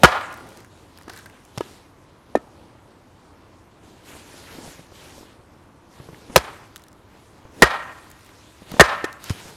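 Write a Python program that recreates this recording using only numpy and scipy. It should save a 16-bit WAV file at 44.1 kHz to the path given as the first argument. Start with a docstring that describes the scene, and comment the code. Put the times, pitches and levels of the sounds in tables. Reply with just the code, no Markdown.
"""Splitting logs in snowy woods

A hatchet stuck in a log is slammed onto a chopping block, so close that the small microphone overloads.
Each chop thumps the block, rings the log and splinters it; fibres snap, and the halves fall and knock.
Close by, a jacket rustles and knees shift in the snow. The trunks send back a short echo,
and a steady rush lies far behind."""
import sys
import numpy as np
from scipy import signal
from scipy.fft import rfft, irfft, next_fast_len
from scipy.io import wavfile
from scipy.ndimage import uniform_filter1d, map_coordinates

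SR = 44100
rng = np.random.default_rng(int(sys.argv[2]) if len(sys.argv) > 2 else 0)


def generate_wav(signal):
    """Clip the signal to [-1, 1] and save it as 16-bit WAV at the path in sys.argv[1]."""
    frames = np.transpose(np.atleast_2d(signal))
    scaled = np.clip(frames, -1, 1) * 32767
    pcm = np.round(scaled).astype(np.int16)
    wavfile.write(sys.argv[1], SR, pcm)


N = 421596

# Noise colours of the distant rush, cloth, snow and splintering wood: frequency_hz, density_db
RUSH_SPECTRUM = [(12, -49.5), (20, -17.5), (55, -6), (96, -1.5), (150, -8.5), (241, -11), (310, -6.5),
                 (367, -10.5), (399, -15), (434, -13.5), (897, -16), (976, -13), (1810, -24.5), (3630, -35),
                 (16000, -56)]
JACKET_SPECTRUM = [(590, -26), (1000, -1.5), (1160, -2.5), (1350, -1), (2180, -2.5), (2910, -3),
                   (4260, -4.5), (9830, -11), (12500, -14), (16000, -29)]
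SNOW_SPECTRUM = [(35, -32.5), (60, -4), (317, -2.5), (559, -5.5), (686, -9.5), (900, -7), (1170, -32),
                 (1980, -120)]
CRACK_SPECTRUM = [(100, -27.5), (600, 4.5), (2000, -6.5), (5000, -9), (7000, -13), (10000, -16.5),
                  (16000, -28.5)]
# Moves of arms and knees, at relative levels: start_s, hold_s, jacket_db, snow_db
BODY_MOVES = [(.2, 0.38, -58, -46.5), (0.705, 0.83, -63.5, -54.5), (1.12, 0.05, -54, -50.5),
              (1.571, .18, -56, -49), (2.303, .4, -66.5, -52), (3.846, 0.16, -62, -52.5),
              (4.082, 0.089, -50.5, -48), (4.262, 0.081, -55, -48), (4.366, 0.13, -51.5, -50.5),
              (4.519, 0.18, -49, -45), (4.956, 0.23, -53.5, -49), (5.938, 0.67, -59, -50),
              (7.088, 0.305, -64.5, -60), (7.91, 0.95, -59.5, -57), (8.703, 0.073, -49, -42.5),
              (9.263, 0.045, -45, -46.5), (9.35, 0.14, -49.5, -46)]
# Chops on the block: start_s, thump_db, ring_db, crack_db, rebound_lag_s, rebound_ring_db,
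# split_lag_s, split_db, echo_send_db, jacket_and_snow_boost_db
HATCHET_CHOPS = [(0.0336, 11.5, 6.5, 7, .0103, 8.5, .0193, -4, 1, 4.5),
                 (6.3589, 4.5, -6.5, 6.5, .0077, -23, .016, -8.5, -10, 1),
                 (7.621, 8.5, 10.5, 8, .0086, -5, .0086, -10, -0.5, 1),
                 (8.796, 12, 13, -2.5, .016, -0.5, .0106, 7.5, 0, 3)]
# Pieces of log knocking, landing, set down: start_s, thump_db, pitch_hz, ring_db, crack_db
LOG_KNOCKS = [(1.0785, -23.5, 222, -33, -36), (1.095, -43, 300, -40.5, -30), (1.576, -17, 108, -53.5, -21),
              (1.607, -6.5, 285, -22, -33.5), (1.609, -11, 634, -34, -48.5), (2.3524, 7, 384, -12.5, -24),
              (2.356, -4, 226, -24, -65), (2.37, -11, 247, -46, -42.5), (9.0414, -6.5, 277, -12.5, -17.5),
              (9.043, -16, 900, -36, -45.5), (9.296, -24, 378, -41, -22), (9.304, -9.5, 89, -40, -24)]
# Modes of the thick log, split first, and of the half chopped next: pitch_hz, weight_db, t60_s
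THICK_LOG_MODES = [(941, -4.5, 0.049), (1260, 2, 0.033), (1674, -5, 0.064), (2297, -7, 0.028),
                   (2950, -7.5, 0.037)]
HALF_LOG_MODES = [(1021, -16, 0.07), (1276, -11.5, 0.12), (1803.4, -2, 0.059), (2465, -14, 0.056),
                  (3230, -11, 0.011)]
# Echo off the surrounding trunks: frequency_hz, relative_db, t60_s
TRUNK_RETURNS = [(150, -29, .2), (506, -9.5, 0.65), (1220, 2, 0.83), (2280, -2.5, 0.75), (3407, -6.5, 0.56),
                 (5500, -10, 0.32), (12000, -19.5, 0.4)]
# The clearest snaps of fibre and bark: start_s, level_db, pitch_hz, relative_body_db
FIBRE_SNAPS = [(0.2114, -29, 3305, 7), (0.3274, -30, 5180, -15), (0.3414, -30, 3850, -12),
               (0.4898, -37, 6640, -18), (0.573, -33, 5070, -12), (0.6044, -37, 4530, 0),
               (0.975, -33, 4220, -30), (0.9864, -36, 9670, -3), (1.0988, -28.5, 4120, -15),
               (1.135, -33, 5050, -9), (1.163, -32, 8220, -18), (1.175, -30, 4870, -12),
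               (1.1894, -33, 3500, -14), (1.259, -33, 4360, -6), (1.451, -37.5, 6430, -19.5),
               (6.1444, -43.5, 3460, 6), (6.76, -24, 3470, -6.5), (6.7664, -29, 3270, -26),
               (6.778, -36.5, 6510, -20), (6.838, -36, 3720, -24), (6.8838, -35.5, 5800, -27),
               (8.102, -36.5, 8640, -21), (8.1144, -35.5, 7010, -19), (8.262, -38.5, 4800, -7),
               (8.717, -22, 3600, -9), (8.8543, -32.5, 3490, 6), (9.128, -27, 4490, -29),
               (9.241, -23, 5070, -14)]
# Spells of faint crackle in strained wood: start_s, end_s, typical_level_db
CRACKLE_SPELLS = [(.3, 0.649, -41), (1.0, 1.33, -41), (6.7, 6.95, -44), (7.9, 8.3, -44.5)]
# Dull bumps of knees, boots and the rocking block: start_s, level_db, pitch_hz
DULL_BUMPS = [(4.15, -33, 427), (4.163, -31, 355), (4.339, -38, 203), (4.549, -33.5, 261),
              (4.584, -28.5, 315), (4.674, -29.5, 155), (4.792, -32, 168), (4.918, -33.5, 342),
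              (5.179, -29, 556), (5.207, -32.5, 269), (5.227, -36, 353), (5.999, -31, 139),
              (6.086, -28, 159), (6.128, -33.5, 159), (6.297, -26.5, 248), (7.451, -30.5, 430),
              (8.618, -31.5, 186), (8.717, -24, 170), (8.738, -20, 217), (8.764, -21, 624),
              (9.455, -32, 200)]

# The thumps within a chop: relative_db, pitch_hz, t60_cycles
STRIKE, BLOCK, REBOUND, GROUND = (0, 457, 9.5), (-8, 150, 6.9), (-4, 334, 8.8), (-23, 61, 6.2)
BLOCK_LAG_S, GROUND_LAG_S, CRACK_T60_S, SPLIT_T60_S = .0017, .015, .038, .035
KNOCK_CYCLES, KNOCK_CRACK_T60_S, KNOCK_SEND_DB = 5.23, .033, -11
HALF_LOG_FROM_S, PARTING_S = 2, (1.09, 1.27)
SNAP_T60_S, SLIP_T60_S, CRACKLE_PER_S, CRACKLE_HZ = .011, .052, 34, 4800
ONSET_DB_PER_S, RELEASE_DB_PER_S = 220, 76
# Pairs for (jacket, snow): at rest, swinging into a chop and settling after it
STILL_DB, SWING_DB, SETTLE_DB = (-68.5, -57), (-49.5, -36.5), (-51, -42)
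SWING_DB_PER_S, SETTLE_DB_PER_S = (148, 148), (37.5, 44)


def amp(db):
    """Decibels to gain."""
    return 10 ** (np.asarray(db) / 20)


def unit(x):
    """The signal at rms 1."""
    return x / np.sqrt(np.mean(x ** 2) + 1e-20)


def along(table, hz, column=1):
    """One column of a table, read on a log frequency axis."""
    points = np.array(table)
    return np.interp(np.log(hz + 1), np.log(points[:, 0] + 1), points[:, column])


def wobble(rate):
    """A smooth random curve, rate knots a second."""
    knots = rng.standard_normal(int(N * rate / SR) + 4)
    return map_coordinates(knots, [np.arange(N) * rate / SR])


def filtered(x, response):
    """The signal through a frequency response."""
    size = next_fast_len(len(x) + 8192)
    return irfft(rfft(x, size) * response(np.fft.rfftfreq(size, 1 / SR)), size)[:len(x)]


def resonance(f, hz, width_hz):
    """Band-pass response of one mode centred on hz."""
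    return 1j * f * width_hz / (hz * hz - f * f + 1j * f * width_hz)


def noise(spectrum, grain_db=0, per_s=1000):
    """Coloured noise of rms 1, made grainy by a fast random level."""
    white = rng.standard_normal(N) * amp(grain_db * wobble(per_s))
    return unit(filtered(white, lambda hz: amp(along(spectrum, hz))))


def patchy(x, depth_db):
    """Random gain over patches of time and frequency."""
    bins = signal.stft(x, nperseg=512)[2]
    patches = uniform_filter1d(rng.standard_normal(bins.shape), size=24, axis=0)
    patches = uniform_filter1d(patches, size=12, axis=1)
    return unit(signal.istft(bins * amp(depth_db * unit(patches)), nperseg=512)[1][:N])


def add(track, start_s, sound):
    """Lays a sound into the track."""
    part = track[round(start_s * SR):][:len(sound)]
    part += sound[:len(part)]


def far_rush():
    """A steady rush in the distance, its level drifting a little."""
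    return amp(-51.5 + .58 * wobble(7.3)) * noise(RUSH_SPECTRUM)


def effort_db(layer):
    """Level of jacket (0) or snow (1): moves swell, hold and ease off; chops swing in and settle."""
    t = np.arange(N) / SR
    level = np.full(N, float(STILL_DB[layer]))
    for start, hold, *held_db in BODY_MOVES:
        onset = ONSET_DB_PER_S * np.maximum(start - t, 0)
        release = RELEASE_DB_PER_S * np.maximum(t - start - hold, 0)
        level = np.maximum(level, held_db[layer] - onset - release)
    for start, *_, boost_db in HATCHET_CHOPS:
        swing = SWING_DB[layer] - SWING_DB_PER_S[layer] * (start - t)
        settle = SETTLE_DB[layer] + boost_db - SETTLE_DB_PER_S[layer] * (t - start)
        level = np.maximum(level, np.where(t < start, swing, settle))
    return level


def jacket_rustle():
    """Cloth rubs beside the microphone in grainy patches."""
    cloth = noise(JACKET_SPECTRUM, grain_db=1.5, per_s=1400)
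    return amp(effort_db(0) + 4.5) * patchy(cloth, depth_db=2)


def snow_crunch():
    """Snow packs under the knees in dull lumps."""
    lumps_db = 1.5 * wobble(18)
    return amp(effort_db(1) - 1.5 + lumps_db) * noise(SNOW_SPECTRUM, per_s=34)


def contacts():
    """A chop strikes, shakes block and ground, rebounds and splits; a knock is a single contact."""
    silent = -99
    for start, db, ring, crack, rebound_lag, rebound_ring, split_lag, split, send, _ in HATCHET_CHOPS:
        parts = [(0, STRIKE, ring, crack), (BLOCK_LAG_S, BLOCK, silent, silent),
                 (rebound_lag, REBOUND, rebound_ring, silent), (GROUND_LAG_S, GROUND, silent, silent)]
        for lag, (relative_db, hz, cycles), ring_db, crack_db in parts:
            yield start + lag, db + relative_db, hz, cycles / hz, ring_db, crack_db, CRACK_T60_S, send
        yield start + split_lag, silent, 100, .01, silent, split, SPLIT_T60_S, send
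    for start, db, hz, ring, crack in LOG_KNOCKS:
        yield start, db, hz, KNOCK_CYCLES / hz, ring, crack, KNOCK_CRACK_T60_S, KNOCK_SEND_DB


def log_ring(t, modes, level_db):
    """Cracked wood holds no pitch: each mode's phase wanders, more under a hard blow."""
    hardness = np.clip((level_db + 27.5) / 40, .15, 1)
    jitter = uniform_filter1d(rng.standard_normal((len(modes), len(t))), size=24)
    wander = .17 * hardness * np.cumsum(jitter, axis=1)
    contrast = 1.77 - .36 * hardness  # hard blows ring the modes more evenly
    ring = np.zeros(len(t))
    for (hz, weight_db, t60), phase in zip(modes, wander):
        mode_db = level_db + weight_db * contrast + rng.normal(0, 1.6)
        ring += amp(mode_db - 60 * t / t60) * np.sin(2 * np.pi * hz * t + phase)
    return ring * (1 - np.exp(-t / .0022))


def chops_and_knocks():
    """Each contact thumps, rings and splinters; returns the close sound and what reaches the trunks."""
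    close, to_trunks, t = np.zeros(N), np.zeros(N), np.arange(SR // 4) / SR
    splinters = noise(CRACK_SPECTRUM, grain_db=6, per_s=700)
    impulse = signal.unit_impulse(len(t), 88)  # 2 ms into the contact
    click = filtered(impulse, lambda hz: amp(along(CRACK_SPECTRUM, hz)) * hz / (hz + 1500))
    click /= np.linalg.norm(click)
    rise = 1 - np.exp(-(t / .0011) ** 2)
    for start, thump_db, hz, t60, ring_db, crack_db, crack_t60, send_db in contacts():
        # the contact relaxes, so the thump falls in pitch
        cycles = hz * (t + .00324 * (1 - np.exp(-t / .003)))
        thump = -amp(thump_db - 60 * t / t60) * np.sin(2 * np.pi * cycles)
        ring = log_ring(t, THICK_LOG_MODES if start < HALF_LOG_FROM_S else HALF_LOG_MODES, ring_db)
        crack = amp(crack_db - 60 * t / crack_t60) * np.resize(splinters[round(start * SR):], len(t))
        add(close, start, rise * (thump + crack) + ring)
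        # the trunks answer mostly the first, broadest instant of the crack
        crack_front = amp(crack_db + 21.5) * click
        add(to_trunks, start, amp(send_db) * (rise * thump + crack_front + amp(-5) * ring))
    return close, to_trunks


def trunk_echo(x):
    """Scattered returns from the trunks build up, come in lumps and die away band by band."""
    scatter = rng.standard_normal(SR) * amp(3 * wobble(90)[:SR])
    hz, t, bins = signal.stft(scatter, SR, nperseg=256)
    t60 = along(TRUNK_RETURNS, hz, column=2)[:, None]
    decay = amp(along(TRUNK_RETURNS, hz)[:, None] - 60 * t / t60)
    build_up = 1 - np.exp(-(t / .022) ** 2)
    tail = signal.istft(bins * decay * build_up, SR, nperseg=256)[1]
    return signal.fftconvolve(x, tail / np.linalg.norm(tail))[:N]


def fibre_snaps(snaps):
    """Breaking fibres: short noise bursts, each with its own bright resonance and a woody body."""
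    track, t = np.zeros(N), np.arange(SR // 20) / SR
    for start, db, hz, body_db in snaps:
        burst = rng.standard_normal(len(t)) * amp(-60 * t / SNAP_T60_S)
        bright = filtered(
            burst, lambda f: (.44 + resonance(f, hz, .45 * hz)) * (1j * f / (2200 + 1j * f)) ** 2)
        body = filtered(burst, lambda f: resonance(f, hz=1800, width_hz=1300) ** 2)
        body *= amp(min(body_db, 6) + 1) / np.abs(body).max()
        add(track, start, amp(db) * (bright / np.abs(bright).max() + body))
    return track


def crackle():
    """Strained wood gives way at random: rows of faint snaps within each spell."""
    snaps = []
    for start, end, db in CRACKLE_SPELLS:
        draws = rng.standard_normal((16, 4))
        times = start + np.cumsum(np.exp(.6 * draws[:, 0])) / CRACKLE_PER_S
        snaps += [(at, db + 2.5 * level, CRACKLE_HZ * np.exp(.36 * pitch), -4.5 + 5 * body)
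                  for at, (_, level, pitch, body) in zip(times, draws) if at < end]
    return snaps


def tearing():
    """As the halves are pulled apart, each clear snap is a slip that shakes one rough mode of the log."""
    slips, t = np.zeros(N), np.arange(SR // 20) / SR
    for start, db, *_ in FIBRE_SNAPS:
        if PARTING_S[0] < start < PARTING_S[1]:
            add(slips, start, amp(db - 60 * t / SLIP_T60_S) * rng.standard_normal(len(t)))
    return amp(11.5) * filtered(slips, lambda f: resonance(f, hz=1580, width_hz=150))


def bumps():
    """Knees, boots and the rocking block give soft low pushes, each with a puff of packed snow."""
    track, t = np.zeros(N), np.arange(SR // 10) / SR
    rise = 1 - np.exp(-(t / .0016) ** 2)
    for start, db, hz in DULL_BUMPS:
        push = np.sin(2 * np.pi * hz * t) * amp(-60 * t * hz / 8.4)
        burst = rng.standard_normal(len(t)) * amp(-60 * t / .045)
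        puff = filtered(burst, lambda f: 1 / (1 + 1j * f / 650) ** 2)
        add(track, start, amp(db) * rise * (push + .8 * puff / np.abs(puff).max()))
    return track


def scene():
    """The woods in mono, from beside the chopping block."""
    blows, to_trunks = chops_and_knocks()
    small_sounds = fibre_snaps(FIBRE_SNAPS + crackle()) + tearing() + bumps()
    echo = amp(-23.5) * trunk_echo(to_trunks + small_sounds)
    return (blows + small_sounds + echo + jacket_rustle() + snow_crunch() + far_rush())[None]


def record(dry):
    """The small microphone overloads on the chops, and its treble ends near 16 kHz."""
    overloaded = np.clip(dry[0], -.99, .99)
    band_limited = filtered(overloaded, lambda hz: (hz < 16200) / (1 + (hz / 16000) ** 12))
    return np.clip(band_limited, -1, 1)[None]


dry = scene()
out = record(dry)
generate_wav(out)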